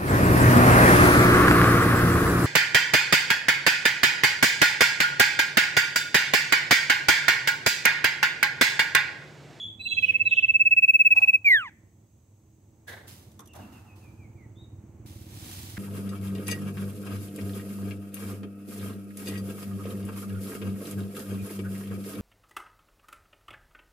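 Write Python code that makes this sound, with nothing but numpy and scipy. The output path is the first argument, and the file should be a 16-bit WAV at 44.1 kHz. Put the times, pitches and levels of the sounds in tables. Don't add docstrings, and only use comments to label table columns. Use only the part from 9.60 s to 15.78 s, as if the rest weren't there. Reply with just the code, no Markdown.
import sys
import numpy as np
from scipy import signal
from scipy.fft import rfft, irfft, next_fast_len
from scipy.io import wavfile
from scipy.ndimage import uniform_filter1d, map_coordinates

SR = 44100
rng = np.random.default_rng(int(sys.argv[2]) if len(sys.argv) > 2 else 0)


def persist_wave(psi):
    counts = np.round(np.clip(psi, -1, 1) * 32767).astype(np.int16)
    wavfile.write(sys.argv[1], SR, np.atleast_2d(counts).T)


N = 272538

# time_s, pitch_hz, level_db
TRILL_SHAPE = [(0.191, 2612, -33.5), (.25, 2682, -24.5), (.42, 2585, -12), (.6, 2625, -13),
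               (.8, 2636, -10.5), (1.32, 2598, -7), (1.74, 2585, -9)]
# start_s, note_count, first_gap_s, gap_shrink_per_note_s
TRILL_RHYTHM = (.1921, 28, .05752, .000046)
# time_s, level_db
SLIDE_LEVEL = [(1.845, -26.5), (1.862, -11), (1.886, -9), (1.892, -16.5), (1.915, -8.5), (1.955, -11),
               (2.04, -23.5), (2.08, -16), (2.097, -26)]
# pitch_multiple, level_db
VOICE_TONES = [(1, 0), (2, -18), (3, -32.5), (4, -35.5), (5, -38.5), (6, -31.5), (7, -39.5), (8, -41),
               (9, -50.5)]
# frequency_hz, gain_db
THROAT_SHAPE = [(800, -38), (1200, -11.5), (1450, -11.5), (1800, -1.5), (2650, -1), (3600, -5), (4400, -19),
                (5200, -31.5), (5800, -18), (8000, -16.5), (10500, -28), (13000, 0.5), (15000, -9.5)]
# delay_s, left_db, right_db
WALL_ECHOES = [(.0052, -22.5, -26), (0.0111, -19, -26.5), (0.0233, -25.5, -27.5)]
# start_s, rise_s, fade_s, centre_hz, width_hz, level_db
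WING_PUFFS = [(3.792, .004, .16, 1100, 447, -46.5), (3.795, 0.0057, 0.15, 376, 251, -55),
              (3.935, 0.02, 1.9, 1177, 1006, -56), (3.94, 0.024, 0.46, 660, 398, -48),
              (3.97, 0.048, 0.92, 228, 89.5, -48), (3.96, 0.029, 3.1, 814, 294, -60)]
# start_s, level_db
CLAW_TICKS = [(3.714, -57.5), (3.791, -46.5), (3.802, -51.5), (3.856, -54), (3.872, -53), (3.933, -52),
              (3.951, -53.5), (3.96, -54), (5.736, -54)]
# pitch_hz, width_hz, level_db
PERCH_RINGS = [(1070, 160, -6), (3490, 320, -4.5), (6074, 540, -3), (10500, 2700, -7), (14000, 2000, -11.5)]
# start_s, length_s, first_hz, middle_hz, last_hz, level_db, roughness, echo_db
TREE_CALLS = [(-.07, 0.15, 3350, 3391, 3433, -36, 0.22, -1), (0.193, 0.17, 3923, 3999, 3945, -35, 0.02, -3),
              (0.266, .15, 3427, 3336, 3300, -36.5, 0.17, -2.5),
              (0.411, 0.11, 3350, 2894, 2350, -39, 0.68, -2.5),
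              (0.463, .14, 2400, 2190, 2186, -52.5, 0.66, -4),
              (0.647, 0.086, 3914, 3840, 3430, -43, 0.12, -4),
              (0.684, 0.13, 3523, 3147, 2915, -39.5, 0.8, -0.5),
              (0.784, .13, 2500, 2160, 1930, -58.5, 0.35, -6),
              (4.953, 0.109, 3420, 3740, 3730, -59.5, 0.18, -8)]
# start_s, length_s, first_hz, middle_hz, last_hz, level_db, roughness
FAR_COO = (.28, .52, 488, 495, 490, -62, .06)
# start_s, note_count, first_gap_s, gap_growth_ratio
RUN_RHYTHM = (3.88, 7, .115, 1.094)
# time_s, firings_per_s
ENGINE_SPEED = [(0, 19.4), (3, 20.2), (4.2, 20), (4.5, 18.6), (5.2, 18.6), (5.7, 18.85), (6.18, 19.35)]
# time_s, level_db
ENGINE_LEVEL = [(0, -61), (1.7, -64.5), (2.1, -59), (3.0, -57.5), (4.2, -57.5), (4.55, -48), (5.8, -43.5),
                (6.18, -43.5)]
# pitch_hz, width_hz, level_db
EXHAUST_RINGS = [(88.3, 34, 0), (119, 43, -0.5), (237, 35, -13), (329, 21, -8)]
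# start_s, rise_s, fade_s, centre_hz, width_hz, level_db
DULL_RUSHES = [(1.55, 0.014, 0.47, 817.4, 394.8, -45.5), (3.268, 0.021, 0.49, 1655, 264, -43),
               (3.27, 0.0172, 0.62, 1950, 331, -48.5), (3.27, 0.033, 0.79, 485, 782, -48),
               (3.27, 0.024, 0.5, 3600, 1105, -52), (6.165, 0.008, .3, 1730, 803, -38)]
# start_s, rise_s, fade_s, level_db
SHORT_HISSES = [(0.389, 0.032, 1.2, -59.5), (1.549, .014, 0.49, -50.5), (3.27, .012, 0.55, -48.5),
                (3.468, .015, 0.78, -48.5), (3.94, .02, 1, -58), (4.12, 0.0092, .8, -63.5),
                (4.354, .01, 1.17, -64)]
# time_s, level_db
LONG_HISS_LEVEL = [(5.452, -89), (5.462, -53.5), (5.66, -56.5), (5.76, -50), (5.93, -43), (6.18, -49)]
# frequency_hz, level_db
HISS_TONE = [(410, -81), (700, -3), (1290, -9), (2660, -5), (3500, -2.5), (4140, -4), (9140, -6),
             (12000, -5), (15600, -8.5)]
# time_s, level_db
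RUMBLE_LEVEL = [(0.0, -58), (0.45, -54), (1.34, -61), (2.98, -65), (3.49, -56.5), (5.28, -56), (5.8, -50.5),
                (6.18, -53)]
# frequency_hz, level_db
RUMBLE_TONE = [(15, -59.5), (25, -27.5), (102, 6), (146, -10.5), (213, -9), (266, -17.5), (318, -12.5),
               (366, -20.5), (642, -29.5), (884, -32.5), (1580, -44), (2270, -45), (3000, -53),
               (3900, -89.5), (6600, -120)]
# frequency_hz, level_db
AIR_TONE = [(1500, -34), (2500, -14), (5300, -16.5), (6000, -8.5), (6550, -1), (7200, -14.5), (7850, -1),
            (8400, -17.5), (12000, -17), (15600, -11.5)]
# frequency_hz, fade_s
TREE_FADE = [(300, 0.21), (2500, 0.64), (12000, 0.083)]
# frequency_hz, likeness (1 is identical)
STEREO_LIKENESS = [(100, 0.99), (250, 0.95), (500, 0.51), (1700, 0.24), (4000, 0.41), (8000, 0.053)]


def iora(trill_lead_s=.000097, slide_lead_s=.00012, echo_db=-36):
    notes, slide = trill(), closing_slide()
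    song = notes + slide
    side_db, = curves([(.5, 3.5), (.9, 2), (1.4, .5), (1.75, .9), (1.9, .5)])
    direct = (lead_left(notes, trill_lead_s) + lead_left(slide, slide_lead_s)) * amp([-side_db, side_db])
    walls = filtered(song, lambda f: sum(amp([[left], [right]]) * np.exp(-2j * np.pi * f * delay)
                                         for delay, left, right in WALL_ECHOES))
    return direct + walls + amp(echo_db) * tree_echo(song)


def trill(attack_s=.023, release_s=.0168, arch_hz=52, scatter_hz=7, scatter_db=.42, even_hiss_db=-50):
    t = clock()
    first, count, gap, shrink = TRILL_RHYTHM
    starts = first + np.r_[0, np.cumsum(gap - shrink * np.arange(count - 1))]
    note = np.maximum(np.searchsorted(starts, t) - 1, 0)
    chance = rng.standard_normal((count, 2))[note]
    times, hz, db = np.transpose(TRILL_SHAPE)
    note_hz = np.interp(starts[note], times, hz) + scatter_hz * chance[:, 0]
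    note_db = np.interp(starts[note], times, db) + scatter_db * chance[:, 1]
    age = (t - starts[note]) / (1 - .006 * (db.max() - note_db))
    effort = np.interp(t, [.85, 1.15], [0, 1])
    rise = np.clip(age / attack_s, 0, 1)
    release = np.cos(np.pi / 2 * np.clip((age - attack_s) / release_s, 0, 1)) ** 2
    fullness = .25 + .75 * effort
    push = ((1 - fullness) * rise + fullness * np.sin(np.pi / 2 * rise)) * release
    pressure = uniform_filter1d(push * amp(note_db), size=40) * amp(.3 * wobble(140))
    half = (attack_s + release_s) / 2
    off_centre = np.clip(age - half, -half, half)
    sag = np.interp(effort, [0, 1], [400, 2250])
    pitch = note_hz - arch_hz * (off_centre / half) ** 2 - sag * off_centre
    even_hiss = amp(even_hiss_db) * uniform_filter1d(pressure, size=3000) * rng.standard_normal(N)
    return voice_box(pitch, pressure, bright_db=-7 + 9 * effort, hiss_db=-47.5) + even_hiss


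def closing_slide(start_hz=2475, fall_hz_per_s=5700, steepen_hz_per_s2=4400, quaver=.003):
    t = clock()
    start, end = SLIDE_LEVEL[0][0], SLIDE_LEVEL[-1][0]
    age = np.clip(t, start, end) - start
    pitch = (start_hz - fall_hz_per_s * age - steepen_hz_per_s2 * age ** 2) * (1 + quaver * wobble(600))
    db, = curves(SLIDE_LEVEL)
    sounding = (t > start) & (t < end)
    pressure = amp(db) * uniform_filter1d(sounding * 1., size=60)
    return voice_box(pitch, pressure, bright_db=np.interp(t, [start, end], [8.5, 1]), hiss_db=-45.5)


def voice_box(pitch, pressure, bright_db, hiss_db, jitter=.0026):
    phase = 2 * np.pi * np.cumsum(pitch * (1 + jitter * wobble(430))) / SR
    voice = np.zeros(N)
    for k, db in VOICE_TONES:
        overtone_db = (bright_db * min(k - 1, 4) / 4 + 3 * wobble(90)) * (k > 1)
        gain = amp(db + overtone_db + along(THROAT_SHAPE, k * pitch))
        voice += gain * np.sin(k * phase) * (k * pitch < SR / 2)
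    # frequency_hz, level_db
    hiss_tone = [(1000, -2.5), (3000, 12), (5000, 4), (7000, -6), (10000, -12.5), (13500, -9)]
    hiss = unit(filtered(rng.standard_normal(N), lambda f: amp(along(hiss_tone, f))))
    return pressure * (voice + amp(hiss_db + 2 * wobble(28)) * hiss)


def flitting(echo_db=-15):
    taps = sum(amp(db) * burst(start, rise_s=.003, fade_s=.045) for start, db in CLAW_TICKS)
    ticks = taps * noise(lambda f: ringing(PERCH_RINGS, f))
    return puffs(WING_PUFFS) + ticks + amp(echo_db) * tree_echo(ticks[0])


def far_birds(run_echo_db=-8, coo_echo_db=-4):
    calls = [(whistle(*call), echo_db) for *call, echo_db in TREE_CALLS]
    calls += [(falling_run(), run_echo_db), (whistle(*FAR_COO), coo_echo_db)]
    echo = tree_echo(sum(amp(echo_db) * call for call, echo_db in calls))
    return sum(call for call, _ in calls) + echo


def falling_run(pitch_hz=(2790, 2180), length_s=(.072, .115), slide_hz=(160, 538), level_db=(-57, -61.5)):
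    start, count, gap, slowing = RUN_RHYTHM
    run = np.zeros(N)
    for progress in np.linspace(0, 1, count):
        hz = np.interp(progress ** 1.9, [0, 1], pitch_hz)
        length, slide, db = (np.interp(progress, [0, 1], ends) for ends in (length_s, slide_hz, level_db))
        run += whistle(start, length, hz + slide / 2, hz - slide / 10, hz - slide / 2, db, roughness=.27)
        start, gap = start + gap, gap * slowing
    return run


def whistle(start_s, length_s, first_hz, middle_hz, last_hz, db, roughness):
    progress = (clock() - start_s) / length_s
    sounding = (progress > 0) & (progress < 1)
    progress = progress[sounding]
    glide = np.polyval(np.polyfit([0, .5, 1], [first_hz, middle_hz, last_hz], 2), progress)
    pitch = glide * (1 + .1 * roughness * wobble(500, size=len(progress)))
    phase = 2 * np.pi * np.cumsum(pitch) / SR
    tone = np.sin(phase) + amp(-26) * np.sin(2 * phase) + amp(-37) * np.sin(3 * phase)
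    call = np.zeros(N)
    call[sounding] = amp(db) * np.sin(np.pi * progress) ** .62 * tone
    return call


def engine(gain_db=-4, echo_db=-20, drift=.004, scatter_db=1.3, muffle_hz=520):
    rate, = curves(ENGINE_SPEED)
    db, = curves(ENGINE_LEVEL)
    cycles = np.cumsum(rate * (1 + drift * wobble(5.6))) / SR
    fired = np.flatnonzero(np.diff(np.floor(cycles)))
    kicks = np.zeros(N)
    kicks[fired] = amp(scatter_db * rng.standard_normal(len(fired)))
    thumps = unit(filtered(kicks, lambda f: ringing(EXHAUST_RINGS, f) / (1 + (f / muffle_hz) ** 4)))
    return amp(db + gain_db) * (thumps + amp(echo_db) * tree_echo(thumps))


def puffs(rows):
    flutter = amp(2 * wobble(110))
    return flutter * sum(amp(db) * burst(start, rise, fade) * noise(lambda f: resonance(f, hz, width) ** 2)
                         for start, rise, fade, hz, width, db in rows)


def hisses(right_lead_s=.00045):
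    long_db, = curves(LONG_HISS_LEVEL)
    level = sum(amp(db) * burst(start, rise, fade) for start, rise, fade, db in SHORT_HISSES)
    level += amp(long_db) * (clock() > LONG_HISS_LEVEL[0][0])
    hiss = level * amp(1.2 * wobble(400)) * noise(lambda f: amp(along(HISS_TONE, f)))
    return lead_left(hiss, -right_lead_s)


def yard(rumble_gain_db=5, air_db=-72):
    db, = curves(RUMBLE_LEVEL)
    level = amp(db + rumble_gain_db + .88 * wobble(16))
    rumble = level * noise(lambda f: amp(along(RUMBLE_TONE, f)) * f / (f + 200))
    return rumble + amp(air_db) * noise(lambda f: amp(along(AIR_TONE, f)))


def tree_echo(x):
    hz, t, spectrum = signal.stft(rng.standard_normal((2, SR // 2)), SR, nperseg=256)
    fade = amp(-60 * t / along(TREE_FADE, hz)[:, None])
    _, tail = signal.istft(spectrum * fade, SR, nperseg=256)
    return signal.fftconvolve(x[None], tail / np.linalg.norm(tail[0]), axes=1)[:, :N]


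def noise(tone):
    def response(f):
        angle = np.arccos(np.clip(along(STEREO_LIKENESS, f), -1, 1)) / 2
        return tone(f) * np.array([np.cos(angle), np.sin(angle)])
    mid, side = filtered(rng.standard_normal((2, N)), response)
    return unit(np.array([mid + side, mid - side]))


def burst(start_s, rise_s, fade_s):
    age = np.maximum(clock() - start_s, 0)
    return np.minimum(age / rise_s, 1) * amp(-60 * np.maximum(age - rise_s, 0) / fade_s)


def ringing(rows, f):
    return sum((-1) ** k * amp(db) * resonance(f, hz, width) for k, (hz, width, db) in enumerate(rows))


def resonance(f, hz, width):
    return 1j * f * width / (hz * hz - f * f + 1j * f * width)


def lead_left(x, lead_s):
    return filtered(x, lambda f: np.exp(1j * np.pi * f * lead_s * np.array([[1], [-1]])))


def filtered(x, response):
    size = next_fast_len(N + SR // 2)
    return irfft(rfft(x, size) * response(np.fft.rfftfreq(size, 1 / SR)), size)[..., :N]


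def wobble(rate, size=N):
    points = rng.standard_normal(int(size * rate / SR) + 4)
    return map_coordinates(points, [np.arange(size) * rate / SR])


def curves(rows):
    times, *columns = np.transpose(rows)
    return [np.interp(clock(), times, column) for column in columns]


def along(points, hz):
    frequencies, values = np.transpose(points)
    return np.interp(np.log(hz + 1), np.log(frequencies + 1), values)


def clock():
    return np.arange(N) / SR


def unit(x):
    return x / np.sqrt(np.mean(x ** 2) + 1e-20)


def amp(db):
    return 10 ** (np.asarray(db) / 20)


def scene():
    around = far_birds() + engine() + puffs(DULL_RUSHES) + flitting() + hisses() + yard()
    return iora() + around * amp([[-.9], [.9]])


def record(dry, top_hz=15750):
    return filtered(dry, lambda f: f < top_hz)


dry = scene()
out = record(dry)
persist_wave(out)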